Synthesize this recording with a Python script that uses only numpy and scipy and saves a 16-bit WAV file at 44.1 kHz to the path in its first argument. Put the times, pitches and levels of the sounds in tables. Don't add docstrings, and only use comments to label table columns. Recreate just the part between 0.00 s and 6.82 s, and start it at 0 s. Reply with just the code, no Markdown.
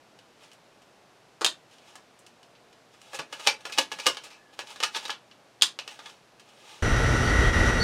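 import sys
import numpy as np
from scipy import signal
from scipy.fft import rfft, irfft, next_fast_len
from scipy.io import wavfile
from scipy.ndimage import uniform_filter1d

SR = 44100
rng = np.random.default_rng(int(sys.argv[2]) if len(sys.argv) > 2 else 0)


def transcribe(signal):
    frames = np.atleast_2d(signal).T
    limited = np.clip(frames, -1, 1)
    pcm = np.round(limited * 32767).astype(np.int16)
    wavfile.write(sys.argv[1], SR, pcm)


N = 300934

# (frequency [Hz], relative level [dB])
ROOM_TONE = [(12, -50), (20, -14), (65, -17), (134, -3), (698, 0), (949, -4), (1290, -6.5), (1400, -6.5),
             (2080, -10.5), (2530, -10), (3250, -12), (5530, -16), (10800, -26.5), (14700, -36),
             (16000, -46.5)]
# (delay [s], gain [ratio])
REFLECTIONS = [(.0006, 0.21), (.0024, 0.78), (.0065, 0.29), (.0088, .2), (0.0113, 0.078)]
# (frequency [Hz], time to fall 60 dB [s])
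ROOM_DECAY = [(150, 0.31), (600, 0.16), (1500, 0.19), (2800, 0.17), (4000, 0.16), (6000, 0.16),
              (10000, 0.15), (15000, 0.13)]
# (frequency [Hz], width [Hz], lift [dB])
DECK_MODES = [(543, 54, 9), (760, 110, -2), (837, 28, 4), (874, 110, 8), (1007, 32, 2.5), (1230, 240, 4.5),
              (1350, 30, -5.5), (1645, 74, -7), (1680, 30, 11), (1990, 130, -3), (2540, 42, -4),
              (2570, 100, 7), (2970, 63, 3.5), (3340, 93, 0), (3910, 84, 3.5), (5400, 650, 1),
              (5500, 140, 2), (6900, 510, -0.5), (7640, 270, -5), (8900, 380, 2.0), (9730, 820, 4.5),
              (9980, 1800, -5)]
# (time [s], level [dB], top [dB])
CORNER_TICKS = [(.189, -20, -8), (.516, -20, -6), (0.531, -26.5, 3), (0.819, -27, -4), (1.712, -31, 0),
                (1.7832, -21, -10), (2.191, -32.5, 12), (2.2645, -17.5, -3), (2.43, -21.5, -6),
                (2.552, -23, -21), (2.728, -23.5, -8), (3.016, -18.5, -1.5), (4.147, -9.5, -8),
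                (4.672, -12, -9), (5.3127, -16.5, -17), (6.0965, -16, -7.5), (6.397, -17, -6)]
# (fastest moment [s], decay [s], level [dB])
CARD_SLIDES = [(0.438, 0.037, -51.5), (1.735, 0.027, -54.5), (1.89, 0.072, -53), (2.94, 0.014, -55),
               (3.06, 0.058, -53.5), (3.155, 0.024, -39), (3.41, 0.056, -46), (3.609, 0.01, -48.5),
               (3.73, 0.016, -45), (4.0, 0.042, -48), (4.255, 0.028, -44.5), (4.539, 0.0088, -49),
               (4.705, 0.032, -40.5), (4.96, 0.019, -30.5), (5.04, .025, -40.5), (5.915, 0.038, -44.5),
               (6.07, 0.057, -48), (6.489, 0.022, -58), (6.72, 0.14, -47)]
# (frequency [Hz], relative level [dB])
RUB_SPECTRUM = [(60, -20.5), (200, -19.5), (450, -2.5), (900, 3), (1300, 1), (2000, 3), (2700, 5),
                (3400, 6), (4500, 0.5), (7000, -1), (10000, -8), (15000, -24)]
# (time [s], level [dB], low [dB], mid [dB], top [dB], flutter [s], card resonance [Hz])
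CARD_SNAPS = [(1.4105, -2.5, -0.5, 0.5, -10, .0022, 1100), (1.4172, 3.5, 2, 1.5, -12, 0.005, 1160),
              (1.4462, 16.5, -7.5, -2.5, -8.5, 0.00069, 3180), (1.4632, 11.5, -16, -0.5, -9, 0.00062, 3750),
              (5.6125, 0, -8, -6, -20, .008, 3390), (5.6216, 20.5, -27.5, -7.5, -8, 0.001, 3340),
              (5.6312, 9.5, -11, 2, -9.5, 0.0028, 4950)]
# (frequency [Hz], width [Hz], lift [dB])
CARD_MODES = [(370, 117, 3.5), (1400, 410, 1), (2090, 630, -6.5), (3850, 250, 0), (4850, 320, 2),
              (5650, 450, -5), (6900, 520, 5.5), (8900, 700, 5)]
# (time [s], level [dB], weight behind the card [dB], cupping [dB], flutter [s], card resonance [Hz])
LOOSE_KNOCKS = [(1.955, -15, 7, -1, 0.0025, 3140), (3.1325, -14.5, 12.5, -1, .0028, 2600),
                (3.1443, -5, 2, -4.5, 0.0079, 2560), (3.1897, 1, 5.5, 1, 0.0069, 2800),
                (3.397, -9, 5.5, 2, 0.0054, 2900), (3.6975, -13, 9.5, 2, 0.003, 2520),
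                (3.723, 2, -11, 1.5, .009, 2500), (3.987, -5.5, 3, 2, .006, 2600),
                (3.999, 0.5, -7, 1.5, 0.0027, 2460), (4.17, -1, 0, 5, 0.0032, 3200),
                (4.237, -10, -1, -1.5, 0.011, 2740), (4.3047, -12, 0, 6.5, 0.039, 2540),
                (4.7596, -12.5, 5.5, 3.5, 0.0022, 3720), (4.803, 1.5, 0.5, 2, 0.0016, 3000),
                (4.948, 3.5, 2, 15, 0.0047, 3520), (4.9627, 4.5, -2.5, 0, 0.0077, 3530),
                (5.053, 0.5, -2.5, 2.5, 0.0044, 3830), (5.081, -9, 2, 0, .0017, 3030),
                (5.095, -4.5, 13.5, 11.5, .0016, 3030), (5.102, 5.5, -8.5, 3, 0.0016, 3210),
                (5.789, 3, -3.5, 4, 0.00072, 2860), (5.8773, -3, -2.5, 3.5, 0.0016, 2920),
                (5.9909, -11.5, 7.5, 7, 0.0056, 3480), (6.058, -9, 4.5, 9, 0.0078, 3390)]
# (time [s], level [dB], pitch [Hz])
PALM_THUDS = [(3.19, -42, 154), (3.474, -36, 264), (3.783, -33, 280), (3.957, -48.5, 184),
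              (4.065, -29.5, 294)]
# (time [s], level [dB], flutter [s])
FINGER_GRIPS = [(3.3263, -2.5, 0.0039), (3.653, -1, 0.0031), (3.9167, 1, .0065), (4.591, 0, .0016)]
# (time [s], level [dB], low [dB], mid [dB], top [dB], flutter [s],
# card resonance [Hz], hollow of the hand [Hz])
PACKET_SLAPS = [(3.4724, 21.5, -11.5, -5, -11.5, 0.0019, 2317, 840),
                (3.7841, 18, -3.5, -4, -8, 0.0026, 2880, 950),
                (4.066, 18.5, -6, -2.5, -6, 0.0037, 2897, 1200),
                (4.835, 14.5, -19, -1.5, -9.5, 0.0025, 2830, 1300)]
# (time [s], level [dB], pitch [Hz])
SQUEAK_PATH = [(4.35, -88, 1725), (4.39, -65.5, 1715), (4.5, -64.5, 1705), (4.57, -88, 1660)]

PACKET_HZ, PACKET_CUPPED_DB = 2975, 1.5


def from_db(db):
    return 10 ** (np.asarray(db) / 20)


def rms_one(x):
    return x / np.sqrt(np.mean(x ** 2) + 1e-20)


def at_hz(points, hz):
    knots, values = np.transpose(points)
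    return np.interp(np.log(hz + 1), np.log(knots), values)


def bins(size):
    return np.fft.rfftfreq(size, 1 / SR)


def resonance_db(hz, centre_hz, width_hz, lift_db):
    return lift_db / (1 + (2 * (hz - centre_hz) / width_hz) ** 2)


def shaped(x, colour_db, grain_hz):
    spectrum = rfft(x)
    broad_power = uniform_filter1d(abs(spectrum) ** 2, max(1, int(grain_hz * len(x) / SR)))
    cepstrum = irfft(np.log(from_db(colour_db) / np.sqrt(np.maximum(broad_power, 1e-12))))
    cepstrum[1:len(x) // 2] *= 2
    cepstrum[len(x) // 2 + 1:] = 0
    return irfft(spectrum * np.exp(rfft(cepstrum)))


def coloured(x, points):
    size = next_fast_len(len(x), real=True)
    return irfft(rfft(x, size) * from_db(at_hz(points, bins(size))), size)[:len(x)]


def add(out, s, sound):
    start = round(s * SR)
    out[start:start + len(sound)] += sound[:len(out) - start]


def room_tone(hiss_db=-58.5, hum_db=-78.5, hum_hz=118.5):
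    hiss = rms_one(coloured(rng.standard_normal(N), ROOM_TONE))
    hum = rms_one(np.sin(2 * np.pi * hum_hz * np.arange(N) / SR))
    return from_db(hiss_db) * hiss + from_db(hum_db) * hum


def body_and_room(x, modes, tail_db, build_s=0.0004, size=8192):
    t, hz = np.arange(size) / SR, bins(size)
    white, tail = rfft(rng.standard_normal(size)), np.zeros(size)
    centres_hz, t60s = np.transpose(ROOM_DECAY)
    for t60, pick in zip(t60s, np.eye(len(t60s))):
        band = np.interp(hz, centres_hz, pick)
        tail += irfft(white * band) * np.exp(-np.log(1000) * t / t60)
    tail *= 1 - np.exp(-t / build_s)
    response = from_db(tail_db) * tail / np.sqrt(np.sum(tail ** 2))
    response[0] += 1
    for delay_s, gain in REFLECTIONS:
        response[round(delay_s * SR)] += gain
    colour = sum(resonance_db(hz, *mode) for mode in modes)
    return signal.fftconvolve(x, shaped(response, colour, grain_hz=207))[:N]


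def contact(row, chatter, edges_per_s, card_db, card_width_hz, bass_db, air_db, hollow_db=0, size=4096):
    level_db, low_db, mid_db, top_db, flutter_s, card_hz, *hollow = row
    t, hz = np.arange(size) / SR, bins(size)
    edges = rng.standard_normal(size) * (rng.random(size) < edges_per_s / SR)
    flurry = edges * np.exp(-t / flutter_s)
    clicks = chatter * flurry / np.sqrt(np.sum(flurry ** 2) + 1e-2)
    clicks[0] += 1
    colour = at_hz([(30, low_db + bass_db), (170, low_db - 14), (330, low_db - 0.5), (600, low_db + 2.5),
                    (900, mid_db - 4), (1700, mid_db - 0.5), (2800, -3), (4600, -2),
                    (7800, top_db), (11000, top_db - 10), (16000, top_db + air_db)], hz)
    colour += resonance_db(hz, card_hz, card_width_hz, card_db)
    for hollow_hz in hollow:
        colour += resonance_db(hz, hollow_hz, width_hz=150, lift_db=hollow_db)
    return shaped(clicks, level_db + colour, grain_hz=500)


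def contacts(rows, modes, tail_db, **touch):
    out = np.zeros(N)
    for s, *row in rows:
        add(out, s, body_and_room(contact(row, **touch), modes, tail_db))
    return out


def touches(rows):
    return contacts(rows, DECK_MODES, tail_db=0, chatter=2.8, edges_per_s=4400,
                    card_db=8.5, card_width_hz=500, bass_db=-36, air_db=-25)


def corner_ticks(low_db=-20, mid_db=-3, flutter_s=0.0025, card_hz=2970):
    return touches([(s, level_db, low_db, mid_db, top_db, flutter_s, card_hz)
                    for s, level_db, top_db in CORNER_TICKS])


def slide_speed(rise_share=0.83, roundness=1.02, drag_lag_s=0.013, drag_s=0.014, pull_rise_s=0.03):
    t, speed = np.arange(N) / SR, np.zeros(N)
    drags = [(s + drag_lag_s, drag_s, grip_db - 40) for s, grip_db, _ in FINGER_GRIPS]
    for s, fall_s, level_db in CARD_SLIDES + drags:
        from_peak = abs(t - s) / np.where(t < s, rise_share * fall_s, fall_s)
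        near = from_peak < 10
        speed[near] += from_db(level_db) * np.exp(-from_peak[near] ** roundness)
    for s, slap_db, *_ in PACKET_SLAPS:
        speed += from_db(slap_db - 58) * np.exp(-abs(s - t) / pull_rise_s) * (t < s)
    return speed


def rubbing(catches_per_s=500, catch_db=-11, rough_db=1.5):
    slip = np.tanh(rms_one(uniform_filter1d(rng.standard_normal(N), size=200)))
    catches = rms_one((rng.random(N) - .5) * (rng.random(N) < catches_per_s / SR))
    hiss = rng.standard_normal(N) + from_db(catch_db) * catches
    friction = rms_one(hiss * from_db(rough_db * slip))
    return body_and_room(slide_speed() * coloured(friction, RUB_SPECTRUM), DECK_MODES, tail_db=-6)


def card_snaps():
    return contacts(CARD_SNAPS, CARD_MODES, tail_db=-1.5, chatter=1.0, edges_per_s=6400,
                    card_db=11, card_width_hz=800, bass_db=-30, air_db=-23)


def knocks(rows):
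    voiced = []
    for s, level_db, weight_db, cupped_db, flutter_s, card_hz in rows:
        low_db = weight_db - 3 - cupped_db
        top_db = -7.5 - 0.45 * level_db - cupped_db
        voiced.append((s, level_db, low_db, weight_db, top_db, flutter_s, card_hz))
    return touches(voiced)


def palm_thuds(rise_s=0.0054, t60_s=0.11, size=8192):
    out, t = np.zeros(N), np.arange(size) / SR
    envelope = (1 - np.exp(-t / rise_s)) * np.exp(-np.log(1000) * t / t60_s)
    for s, level_db, hz in PALM_THUDS:
        add(out, s, from_db(level_db) * envelope * np.sin(2 * np.pi * hz * t))
    return out


def finger_grips(weight_db=3.5):
    return knocks([(s, level_db, weight_db, PACKET_CUPPED_DB, flutter_s, PACKET_HZ)
                   for s, level_db, flutter_s in FINGER_GRIPS])


def leading_edges(lead_s=0.007, level_db=5.5, weight_db=0, flutter_s=0.0045):
    return knocks([(s - lead_s, level_db, weight_db, PACKET_CUPPED_DB, flutter_s, PACKET_HZ)
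                   for s, *_ in PACKET_SLAPS])


def packet_slaps():
    return contacts(PACKET_SLAPS, DECK_MODES, tail_db=-0.6, chatter=3.0, edges_per_s=8000,
                    card_db=10, card_width_hz=163, bass_db=-45, air_db=-24.5, hollow_db=6.5)


def finger_squeak(waver_hz=44.8, rough_db=-4):
    t = np.arange(N) / SR
    s, level_db, hz = np.transpose(SQUEAK_PATH)
    drag, grip = (rms_one(uniform_filter1d(noise, size=300)) for noise in rng.standard_normal((2, N)))
    pitch_hz = np.interp(t, s, hz) + waver_hz * drag
    tone = np.sin(2 * np.pi * np.cumsum(pitch_hz) / SR)
    envelope = np.interp(t, s, from_db(level_db), left=0, right=0)
    return envelope * rms_one(tone * from_db(rough_db * grip))


def scene():
    handling = room_tone() + corner_ticks() + rubbing() + card_snaps() + knocks(LOOSE_KNOCKS)
    shuffle = palm_thuds() + finger_grips() + leading_edges() + packet_slaps() + finger_squeak()
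    return (handling + shuffle)[None]


def record(dry):
    diaphragm_hz, width_hz = 4000, 3000
    radius, angle = np.exp(-np.pi * width_hz / SR), 2 * np.pi * diaphragm_hz / SR
    poles = np.array([1, -2 * radius * np.cos(angle), radius ** 2])
    spread = signal.lfilter(poles[::-1], poles, dry)
    clipped = np.clip(spread, -.85, .85)
    low_cut = signal.butter(2, 15, "high", fs=SR, output="sos")
    high_cut = signal.ellip(12, .1, 90, 15900, fs=SR, output="sos")
    return signal.sosfilt(high_cut, signal.sosfilt(low_cut, clipped))


dry = scene()
out = record(dry)
transcribe(out)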